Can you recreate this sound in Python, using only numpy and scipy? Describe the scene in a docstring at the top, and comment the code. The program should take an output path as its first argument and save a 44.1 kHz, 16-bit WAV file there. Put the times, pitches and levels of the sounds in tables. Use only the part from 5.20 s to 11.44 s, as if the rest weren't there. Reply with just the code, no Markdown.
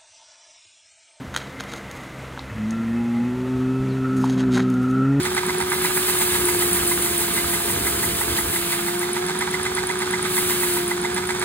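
"""A vacuum's motor hums over rushing air, and its suction drives a toy piston engine close to the microphone.
On most turns of the flywheel the crank squeaks; the plastic piston knocks, squawks and knocks on its return.
When the hose sits loosely, air hisses through the gap, the hum sinks in pitch and the engine slows.
Hum, squawks and squeaks are sine tones; air is coloured noise; knocks and rubbing are clicks ringing the housing.
It is heard in stereo, with a little of a small room around it."""
import sys
import numpy as np
from scipy import signal
from scipy.fft import rfft, irfft
from scipy.io import wavfile
from scipy.ndimage import uniform_filter1d

SR = 44100
rng = np.random.default_rng(int(sys.argv[2]) if len(sys.argv) > 2 else 0)


def bounce(signal):
    """Save signal as a 16-bit WAV file at the path given by the first command-line argument."""
    frames = np.transpose(np.atleast_2d(signal))
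    limited = np.clip(frames, -1, 1)
    pcm = np.round(limited * 32767).astype(np.int16)
    wavfile.write(sys.argv[1], SR, pcm)


N = 275184
TIME = np.arange(N) / SR  # s
FREQS = np.maximum(np.fft.rfftfreq(N, 1 / SR), 1)  # Hz, kept above zero for logarithms
TOP_HZ = 15720  # upper limit of the recorder
START_TURN = .4745  # flywheel angle at the start, turns
CRUISE_TURNS_PER_S = 8
STROKE_DB, STROKE_DB_PER_SPEED = -21.5, 2.06  # rubbing at cruising speed, and rise per extra turn a second
RUSH_DB = -30.5  # the vacuum's roar at the peak of its throb, before slow wavering
VALVE_HZ = 5650  # the valve shapes the hiss above this

# Speed of the flywheel. Each row: time in seconds, speed in turns per second.
FLYWHEEL_SPEED = [(0.0, 8.557), (0.443, 8.455), (0.807, 8.225), (1.006, 7.703), (1.736, 6.777),
                  (1.985, 6.299), (3.129, 5.728), (3.486, 5.998), (3.906, 7.29), (4.127, 8.019),
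                  (4.377, 8.345), (5.047, 8.441), (5.264, 7.841), (5.65, 7.015), (5.868, 7.718),
                  (6.24, 8.166)]
# The vacuum motor, slowed while the hose leaks. Each row: time in seconds, pitch of the hum in Hz.
MOTOR_PITCH = [(0, 364.3), (.75, 365.4), (1.45, 353), (2.05, 347.7), (3.05, 345.2), (3.55, 347.5),
               (4.2, 365.3), (4.6, 366), (5.12, 364.3), (5.65, 352.5), (6.08, 363.5)]
# Level of the hum. Each row: time in seconds, level in dB.
HUM_LEVEL = [(0, -27.5), (.8, -28), (1.05, -28.5), (1.35, -25), (1.9, -30), (2.2, -32.5), (3, -36),
             (3.55, -32.5), (3.8, -26.5), (4.15, -29.5), (4.7, -29.5), (5.6, -26), (6.1, -29.5)]
# Overtones of the hum. Each row: multiple of its pitch, relative level in dB.
HUM_OVERTONES = [(2, 0), (3, -15), (4, -13), (6, -17)]
# Common level of those overtones. Each row: time in seconds, level in dB.
OVERTONE_LEVEL = [(0, -41), (.55, -38.8), (.8, -42), (1.2, -37.5), (1.9, -36.8), (2.8, -37.3), (3.5, -39),
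                  (4.1, -39.3), (4.85, -38.5), (5.1, -43), (5.55, -39.5), (6.24, -40.5)]
# Colour of the vacuum's rush. Each row: frequency in Hz, relative density in dB per Hz.
RUSH_COLOUR = [(25, -52), (60, -22), (125, -6), (182, 5.5), (230, 1), (280, -7), (430, -4), (510, -17),
               (620, -19), (850, -9), (1600, -7.5), (2200, -10.5), (2750, -17.5), (3300, -10),
               (4600, -13.5), (5600, -16.5), (8000, -16.5), (11000, -23), (15500, -38)]
# Power of the rush that arrives from all round. Each row: frequency in Hz, share from 0 to 1.
DIFFUSE_SHARE = [(60, .01), (350, .01), (700, .4), (1400, .6), (2500, .75), (4000, .65), (5500, .3),
                 (10000, .25)]
# Colour of the draught's buffeting. Each row: frequency in Hz, relative density in dB per Hz.
BUFFET_COLOUR = [(25, -50), (38, -49), (52, -6), (68, 5), (110, 0.5), (200, -10), (400, 0.5), (600, -19),
                 (1500, -24.5)]
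# Buffeting at the hose mouth. Each row: time in seconds, relative level in dB.
BUFFET_LEVEL = [(0, -37), (1.12, -37.5), (1.22, -30), (2, -35.5), (2.6, -30.5), (3.33, -32), (3.52, -44),
                (4.6, -39), (5.5, -41), (6.24, -39)]
# Colour of the hiss at the loose hose. Each row: frequency in Hz, relative density in dB per Hz.
LEAK_COLOUR = [(500, -13), (2600, -7), (3900, -7.8), (4700, -8.5), (5500, -13), (6500, -10), (8000, -5.3),
               (9000, -2.9), (10000, -.3), (11000, .8), (13000, -2.8), (14000, -6.2), (15500, -7.3)]
# Hiss, strong each time the hose sits loosely. Each row: time in seconds, relative level in dB.
LEAK_LEVEL = [(0, -42.5), (.43, -43), (.57, -34.5), (.95, -30), (1.9, -32), (3.53, -33.5), (4.07, -47),
              (5.02, -48), (5.15, -31.5), (5.53, -32), (5.82, -50), (6.24, -48)]
# Valve opening around each power stroke.
# The one row: centre in turns after the stroke, spread in turns, swell of the hiss in dB.
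VALVE_SWELL = (-.03, .115, 3.8)
# Where the piston rubs within a turn.
# Each row: turns after the power stroke, spread in turns, relative level in dB.
RUBS = [(-.085, 0.049, -16), (0.01, 0.093, -8), (.4, 0.05, -17), (.6, 0.25, -22)]
# Squeaks of the crank, mostly buried under the rushing air while the engine crawls.
# Each row: time in seconds, relative level in dB, pitch in Hz.
SQUEAKS = [(0.032, -24, 9720), (0.149, -23, 9750), (0.266, -25, 9700), (0.385, -23, 9840),
           (0.502, -23, 9940), (0.622, -24, 9860), (0.745, -30.0, 9920), (0.869, -30, 9810),
           (0.99, -23, 9700), (1.123, -21.5, 9660), (1.255, -18, 9650), (1.392, -20, 9610),
           (1.532, -16.5, 9600), (1.677, -17, 9540), (1.825, -19.5, 9480), (1.98, -17.5, 9600),
           (2.14, -21, 9580), (2.299, -29, 9530), (2.46, -27, 9650), (2.795, -27, 9480),
           (3.794, -22.5, 9500), (3.933, -21.0, 9670), (4.066, -27.5, 9770), (4.191, -22, 9680),
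           (4.313, -26, 9710), (4.433, -24.5, 9670), (4.552, -23.5, 9770), (4.672, -24.5, 9690),
           (4.791, -25, 9700), (4.91, -25.5, 9720), (5.028, -21.5, 9640), (5.148, -29, 9680),
           (5.277, -24, 9960), (5.404, -24.5, 9610), (5.539, -25, 9560), (5.68, -23, 9540),
           (5.816, -26.5, 9700), (5.946, -23.0, 9700), (6.073, -25.5, 9800), (6.197, -24.5, 9680)]
# Knocks of the loose piston, bright just before a power stroke and duller on its return.
# Each row: start in seconds, relative level in dB, brightness of the contact in Hz.
KNOCKS = [(0.052, 1, 2800), (0.115, 1, 1500), (0.167, 0, 2800), (0.233, 3.5, 1500), (0.285, -2, 2900),
          (0.35, 1, 1500), (0.402, -0.5, 2800), (0.467, 0, 1500), (0.519, 1, 2800), (0.584, -2, 1500),
          (0.639, -6, 2800), (0.705, 1, 1500), (0.76, -10, 2720), (0.827, -8, 1500), (0.884, -1, 2820),
          (0.952, 1, 1500), (1.01, -1, 2700), (1.079, -6, 1500), (1.143, -14.5, 2760), (1.215, -3, 1500),
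          (1.279, -9.5, 2840), (1.347, 0, 1500), (1.415, -15.5, 2800), (1.486, -1, 1500), (1.631, 1, 1500),
          (1.709, -30.5, 2830), (1.776, -2, 1500), (1.927, -10, 1500), (1.999, -12.0, 2800),
          (2.08, -1, 1500), (2.169, -13, 2930), (2.243, 1, 1500), (2.33, -9, 2800), (2.404, 0.5, 1500),
          (2.484, -13, 2850), (2.562, 2, 1500), (2.731, -5, 1520), (2.829, -16.5, 2950), (2.997, -14, 2800),
          (3.08, 0.5, 1490), (3.171, -3, 2800), (3.257, -3, 1460), (3.35, -13.0, 2800), (3.425, -2, 1460),
          (3.515, -16, 2800), (3.591, 0.5, 1430), (3.737, -8.0, 1500), (3.815, -16.0, 2800),
          (3.89, 0, 1500), (3.952, -13, 2740), (4.025, -4.5, 1500), (4.084, -3, 2800), (4.153, -1, 1480),
          (4.209, 1.0, 2800), (4.276, 2, 1500), (4.331, -6, 2800), (4.397, 2, 1520), (4.451, -3.5, 2800),
          (4.517, 0, 1500), (4.571, -6.0, 2800), (4.636, 0, 1510), (4.69, -7, 2800), (4.756, -1, 1500),
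          (4.809, -4, 2820), (4.875, 0.0, 1500), (4.928, -2, 2800), (4.993, 3, 1500), (5.047, -10, 2720),
          (5.112, -4.5, 1500), (5.17, -7, 2800), (5.234, -9, 1500), (5.293, -7, 2700), (5.365, -9, 1500),
          (5.424, -10, 2760), (5.5, -16, 1500), (5.564, -17, 2700), (5.635, -16, 1500), (5.704, -15, 2720),
          (5.777, -4, 1500), (5.83, -15.5, 2720), (5.917, -3, 1500), (5.969, -1, 2850), (6.034, -1, 1500),
          (6.092, 2, 2800), (6.16, 1, 1500), (6.216, -11, 2670)]
# Power strokes, one a turn. Each row: time in seconds, relative level of the squawk in dB, its pitch in Hz,
# relative level of the lower groan in dB, its pitch in Hz.
STROKES = [(0.062, -25.5, 1990, -35, 930), (0.18, -21, 2000, -27, 935), (0.297, -22, 2020, -27, 960),
           (0.413, -25.5, 2010, -28, 915), (0.532, -26, 2060, -31, 910), (0.651, -23, 2000, -24.5, 940),
           (0.774, -25.5, 2000, -29, 930), (0.897, -32, 1950, -31, 930), (1.023, -35, 1920, -31, 920),
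           (1.154, -28.5, 1960, -28, 965), (1.289, -26.5, 2010, -27, 960), (1.427, -25.0, 1980, -33.5, 925),
           (1.569, -31.0, 1970, -33, 960), (1.719, -28, 2080, -30, 970), (1.864, -30.0, 1990, -34, 860),
           (2.02, -30.0, 1970, -30.5, 870), (2.181, -26, 2040, -30, 930), (2.34, -26.5, 2000, -30, 930),
           (2.501, -30, 1980, -35.0, 970), (2.671, -26, 2040, -45.5, 910), (2.84, -24, 1970, -28, 880),
           (3.015, -25, 1970, -26, 910), (3.189, -23.5, 1970, -28, 910), (3.361, -26.5, 2000, -34, 930),
           (3.527, -27.0, 2030, -38, 920), (3.684, -29.5, 1970, -32, 870), (3.831, -25, 1980, -30, 870),
           (3.969, -27, 1980, -26, 890), (4.097, -30.5, 2050, -25, 880), (4.222, -23.5, 2010, -27.5, 910),
           (4.344, -20, 2000, -30, 890), (4.464, -22, 2050, -34.5, 870), (4.583, -22, 2010, -28, 900),
           (4.703, -22, 2020, -27, 900), (4.821, -21, 2000, -32, 910), (4.941, -21.5, 2010, -30, 900),
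           (5.059, -27, 2060, -40, 860), (5.18, -25.5, 2000, -33.0, 940), (5.31, -32, 2080, -30, 950),
           (5.436, -25.5, 1970, -30, 930), (5.573, -30.5, 1950, -26, 920), (5.716, -23.5, 1990, -27, 870),
           (5.851, -24.5, 2010, -26.0, 890), (5.978, -27.0, 2030, -27, 900), (6.106, -25, 2010, -29, 900),
           (6.229, -31, 1930, -26.5, 930)]
# Resonances of the brick housing. Each row: frequency in Hz, width in Hz, relative level in dB.
HOUSING = [(758, 103, 5.5), (964, 98, 5), (1235, 105, 6), (1597, 205, 7), (2226, 720, 6.5),
           (2420, 710, 2.5), (3180, 430, -3.5), (3700, 1800, -2), (9300, 1600, -4.5)]
# The room's share of the sound. Each row: frequency in Hz, level in dB.
ROOM_SHARE = [(250, -28), (700, -9), (3000, -8), (9000, -12)]
# Stereo spread. Each row: frequency in Hz, phase between left and right in radians.
STEREO_PHASE = [(430, 0), (700, -2.4), (1000, -6.3), (1400, -5.4), (3000, -4.5), (4200, -4.4), (5650, -3.1),
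                (8000, -.2), (9200, .3), (11000, 2.7), (12400, 3.5), (14000, 6), (16000, 6.4)]
# Stereo balance, the right mostly louder in the middle range.
# Each row: frequency in Hz, left minus right in dB.
STEREO_BALANCE = [(60, -2.7), (200, -1.7), (380, 1), (700, -6), (1400, -3.6), (2200, -5.6), (4200, -.5),
                  (6000, 0)]


def undb(db):
    """Decibels to gain."""
    return 10 ** (np.asarray(db) / 20)


def unit(x):
    """Scale to rms 1."""
    return x / np.sqrt(np.mean(x ** 2))


def curves(table):
    """Each column of a time table at every sample."""
    s, *columns = np.transpose(table)
    return [np.interp(TIME, s, column) for column in columns]


def spectra(table):
    """Each column of a frequency table at every bin, interpolated over log frequency."""
    hz, *columns = np.transpose(table)
    return [np.interp(np.log(FREQS), np.log(hz), column) for column in columns]


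def noise(colour):
    """Noise of a given colour, rms 1."""
    white = rfft(rng.standard_normal(N))
    return unit(irfft(white * undb(spectra(colour)[0]), N))


def walk(rate):
    """Random levels drawn `rate` times a second, joined by straight slopes; rms 1."""
    hold = max(int(SR / rate), 1)
    steps = rng.standard_normal(N)[np.arange(N) // hold]
    return unit(uniform_filter1d(steps, hold))


def lobe(turn, centre, spread):
    """A bell-shaped swell at one place in every turn."""
    distance = (turn - centre + .5) % 1 - .5
    return np.exp(-.5 * (distance / spread) ** 2)


def chirps(events, length_s, rise):
    """A short rising tone for each (s, dB, Hz): plastic sticking and slipping as it speeds up."""
    out = np.zeros(N)
    lengths = np.broadcast_to(length_s, len(events))
    starts = rng.random(len(events))  # cycles
    for (s, db, hz), length, start in zip(events, lengths, starts):
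        near = np.abs(TIME - s) < length
        t = TIME[near] - s
        cycles = start + hz * (t + rise * t ** 2 / (2 * length))
        envelope = np.exp(-np.abs(2 * t / length) ** 4)
        out[near] += np.sqrt(2) * undb(db) * envelope * np.sin(2 * np.pi * cycles)
    return out


def strike(blows, chatter_s=0.00498, chatter_size=0.4, count=4):
    """A blow for each (s, dB, Hz); it chatters briefly, and is dulled above that frequency."""
    out, span = np.zeros(N + SR), SR // 50
    chatter = rng.random((len(blows), 2, count))
    for (s, db, contact_hz), (delays, sizes) in zip(blows, chatter):
        contacts = np.zeros(span)
        contacts[(SR * chatter_s * delays).astype(int) % span] = chatter_size * (2 * sizes - 1)
        contacts[0] = 1
        at = max(int(s * SR), 0)
        b, a = signal.butter(2, min(contact_hz, TOP_HZ), fs=SR)  # the yielding plastic
        out[at:at + span] += undb(db) * signal.lfilter(b, a, contacts)
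    return out[:N]


def flywheel():
    """The flywheel's angle in turns: its speed summed over time, whole near each power stroke."""
    return START_TURN + np.cumsum(curves(FLYWHEEL_SPEED)[0]) / SR


def motor(buffet_db, flutter_db=-9, tremble=0.00079, waver_db=1.5):
    """The motor's hum and its wavering overtones; the draught makes the fundamental flutter."""
    hz, hum_db = curves(MOTOR_PITCH)[0], curves(HUM_LEVEL)[0]
    angle = 2 * np.pi * np.cumsum(hz * (1 + tremble * walk(40))) / SR
    hum = undb(hum_db + .5 * walk(25)) * np.sin(angle)
    unsteady = (walk(45) * np.sin(angle) + walk(45) * np.cos(angle)) / 2
    flutter = undb(buffet_db + flutter_db) * unsteady
    overtones = sum(undb(db + waver_db * walk(12)) * np.sin(k * angle) for k, db in HUM_OVERTONES)
    return np.sqrt(2) * (hum + flutter + undb(curves(OVERTONE_LEVEL)[0]) * overtones)


def rush(turn, swell_db=1):
    """The vacuum's broad roar, throbbing a little with the engine: unrelated direct, left and right streams."""
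    streams = np.array([noise(RUSH_COLOUR) for _ in range(3)])
    throb_db = swell_db * (lobe(turn, 0.0057, 0.17) - 1.0)
    return streams * undb(RUSH_DB + throb_db + .5 * walk(9.3))


def draught(turn, buffet_db, gain_db=1, dip_db=4, lump_db=1.27):
    """Low buffeting of the air stream, which comes in lumps and weakens briefly at each power stroke."""
    lumps = undb(lump_db * walk(21.98))
    level_db = buffet_db + gain_db - dip_db * lobe(turn, 0.019, 0.17)
    return noise(BUFFET_COLOUR) * lumps * undb(level_db)


def leak(turn, hiss_db, gain_db=8.5, rough_db=1.5, gust_db=1.07):
    """Air hisses past the hose: a rough lower part, and a bright part that swells as the valve moves each turn."""
    centre, spread, swell_db = VALVE_SWELL
    air = noise(LEAK_COLOUR)
    low = irfft(rfft(air) / (1 + (FREQS / VALVE_HZ) ** 8), N)
    bright = (air - low) * undb(swell_db * (lobe(turn, centre, spread) - .4) + .6 * walk(30))
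    rough_low = low * undb(rough_db * walk(150) + gust_db * walk(32))
    return (rough_low + bright) * undb(hiss_db + gain_db)


def overspeed():
    """Turns per second above cruising speed."""
    return curves(FLYWHEEL_SPEED)[0] - CRUISE_TURNS_PER_S


def stroke_db():
    """Level of the rubbing: the piston's force follows the engine's speed."""
    return STROKE_DB + STROKE_DB_PER_SPEED * overspeed()


def rubbing(turn, slips_per_s=1100, slip_db=4.5, sliding_db=-14, rasp_db=-2):
    """The piston slides in tiny random slips, hardest around the ends of its stroke."""
    happens = rng.random(N) < slips_per_s / SR
    direction = rng.choice([-1, 1], N)
    slips = happens * direction * undb(slip_db * rng.standard_normal(N).clip(-2, 2))
    pressure = undb(sliding_db) + sum(undb(db) * lobe(turn, centre, spread) for centre, spread, db in RUBS)
    return unit(slips) * pressure * undb(stroke_db() + rasp_db)


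def faint_clicks(clicks_per_s=32, click_db=-15, scatter_db=3.5, contact_hz=3600):
    """Faint random clicks add grain to the engine's clatter."""
    at = np.flatnonzero(rng.random(N) < clicks_per_s / SR)
    db = click_db + scatter_db * rng.standard_normal(N)
    return strike([(TIME[i], db[i], contact_hz) for i in at])


def crank(squeak_db=2.0, tick_db=-8):
    """The crank squeaks high about a quarter turn before most strokes, with a faint, sharp click at its peak."""
    squeak = chirps(SQUEAKS, length_s=.004, rise=.035)
    tick = strike([(s, db, TOP_HZ) for s, db, hz in SQUEAKS])
    return squeak * undb(squeak_db + walk(1500)) + undb(tick_db) * tick


def knocking(knock_db=0.0, thud_db=15, thud_hz=1700):
    """The loose piston knocks as its load changes, out and back, and thuds under each squawk."""
    thuds = strike([(s, db, thud_hz) for s, db, *_ in STROKES])
    return undb(knock_db) * strike(KNOCKS) + undb(thud_db) * thuds


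def piston(turn):
    """Rubbing, knocking and faint clicks ring the resonances of the brick housing."""
    body = 0
    for k, (hz, width, db) in enumerate(HOUSING):
        detuning = (FREQS ** 2 - hz ** 2) / (FREQS * width)
        body = body + (-1) ** k * undb(db) / (1 + 1j * detuning)  # neighbours ring in opposite sense
    body = body / np.sqrt(np.mean(np.abs(body) ** 2))
    return irfft(rfft(rubbing(turn) + knocking() + faint_clicks()) * body, N)


def squeals(squawk_db=-1.0, groan_db=1.0, squawk_s=0.0088, groan_s=0.0071, drag=0.91, rough_db=2.0):
    """The piston squawks roughly on two pitches at each stroke, for longer when it moves slowly."""
    strokes = np.array(STROKES)
    speed = np.interp(strokes[:, 0], *np.transpose(FLYWHEEL_SPEED))
    stretch = (CRUISE_TURNS_PER_S / speed) ** drag
    squawk = chirps(strokes[:, [0, 1, 2]], squawk_s * stretch, rise=.12)
    groan = chirps(strokes[:, [0, 3, 4]], groan_s * stretch, rise=.08)
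    return (undb(squawk_db) * squawk + undb(groan_db) * groan) * undb(rough_db * walk(700))


def room(x, t60_s=0.12):
    """Short reflections of a small room, as decaying noise that differs on each side."""
    decay = undb(-60 * TIME / t60_s) * (TIME > .002)  # silent for the first 2 ms
    tails = np.array([unit(rng.standard_normal(N) * decay) / np.sqrt(N) for _ in range(2)])
    return irfft(rfft(x) * rfft(tails) * undb(spectra(ROOM_SHARE)[0]), N)


def scene(spray_db=-3):
    """Direct sound in two channels that differ in phase, with room reflections and roar from all round."""
    turn = flywheel()
    hiss_db, buffet_db = curves(LEAK_LEVEL)[0], curves(BUFFET_LEVEL)[0]
    hiss = leak(turn, hiss_db)
    near = piston(turn) + squeals() + crank() + hiss + draught(turn, buffet_db)
    roar, share = rfft(rush(turn)), spectra(DIFFUSE_SHARE)[0]
    side = np.array([[1], [-1]]) / 2  # left, right
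    spread = np.exp(1j * spectra(STEREO_PHASE)[0] * side)
    direct = (rfft(near + motor(buffet_db)) + np.sqrt(1 - share) * roar[0]) * spread
    reflected = rfft(room(near + hiss * undb(spray_db)))  # extra hiss sprays into the room
    around = reflected + np.sqrt(share) * roar[1:]
    return irfft((direct + around) * undb(spectra(STEREO_BALANCE)[0] * side), N)


def record(dry):
    """The recorder cuts the top steeply, with an elliptic low-pass."""
    return signal.sosfilt(signal.ellip(10, .2, 80, TOP_HZ, fs=SR, output="sos"), dry)


dry = scene()
out = record(dry)
bounce(out)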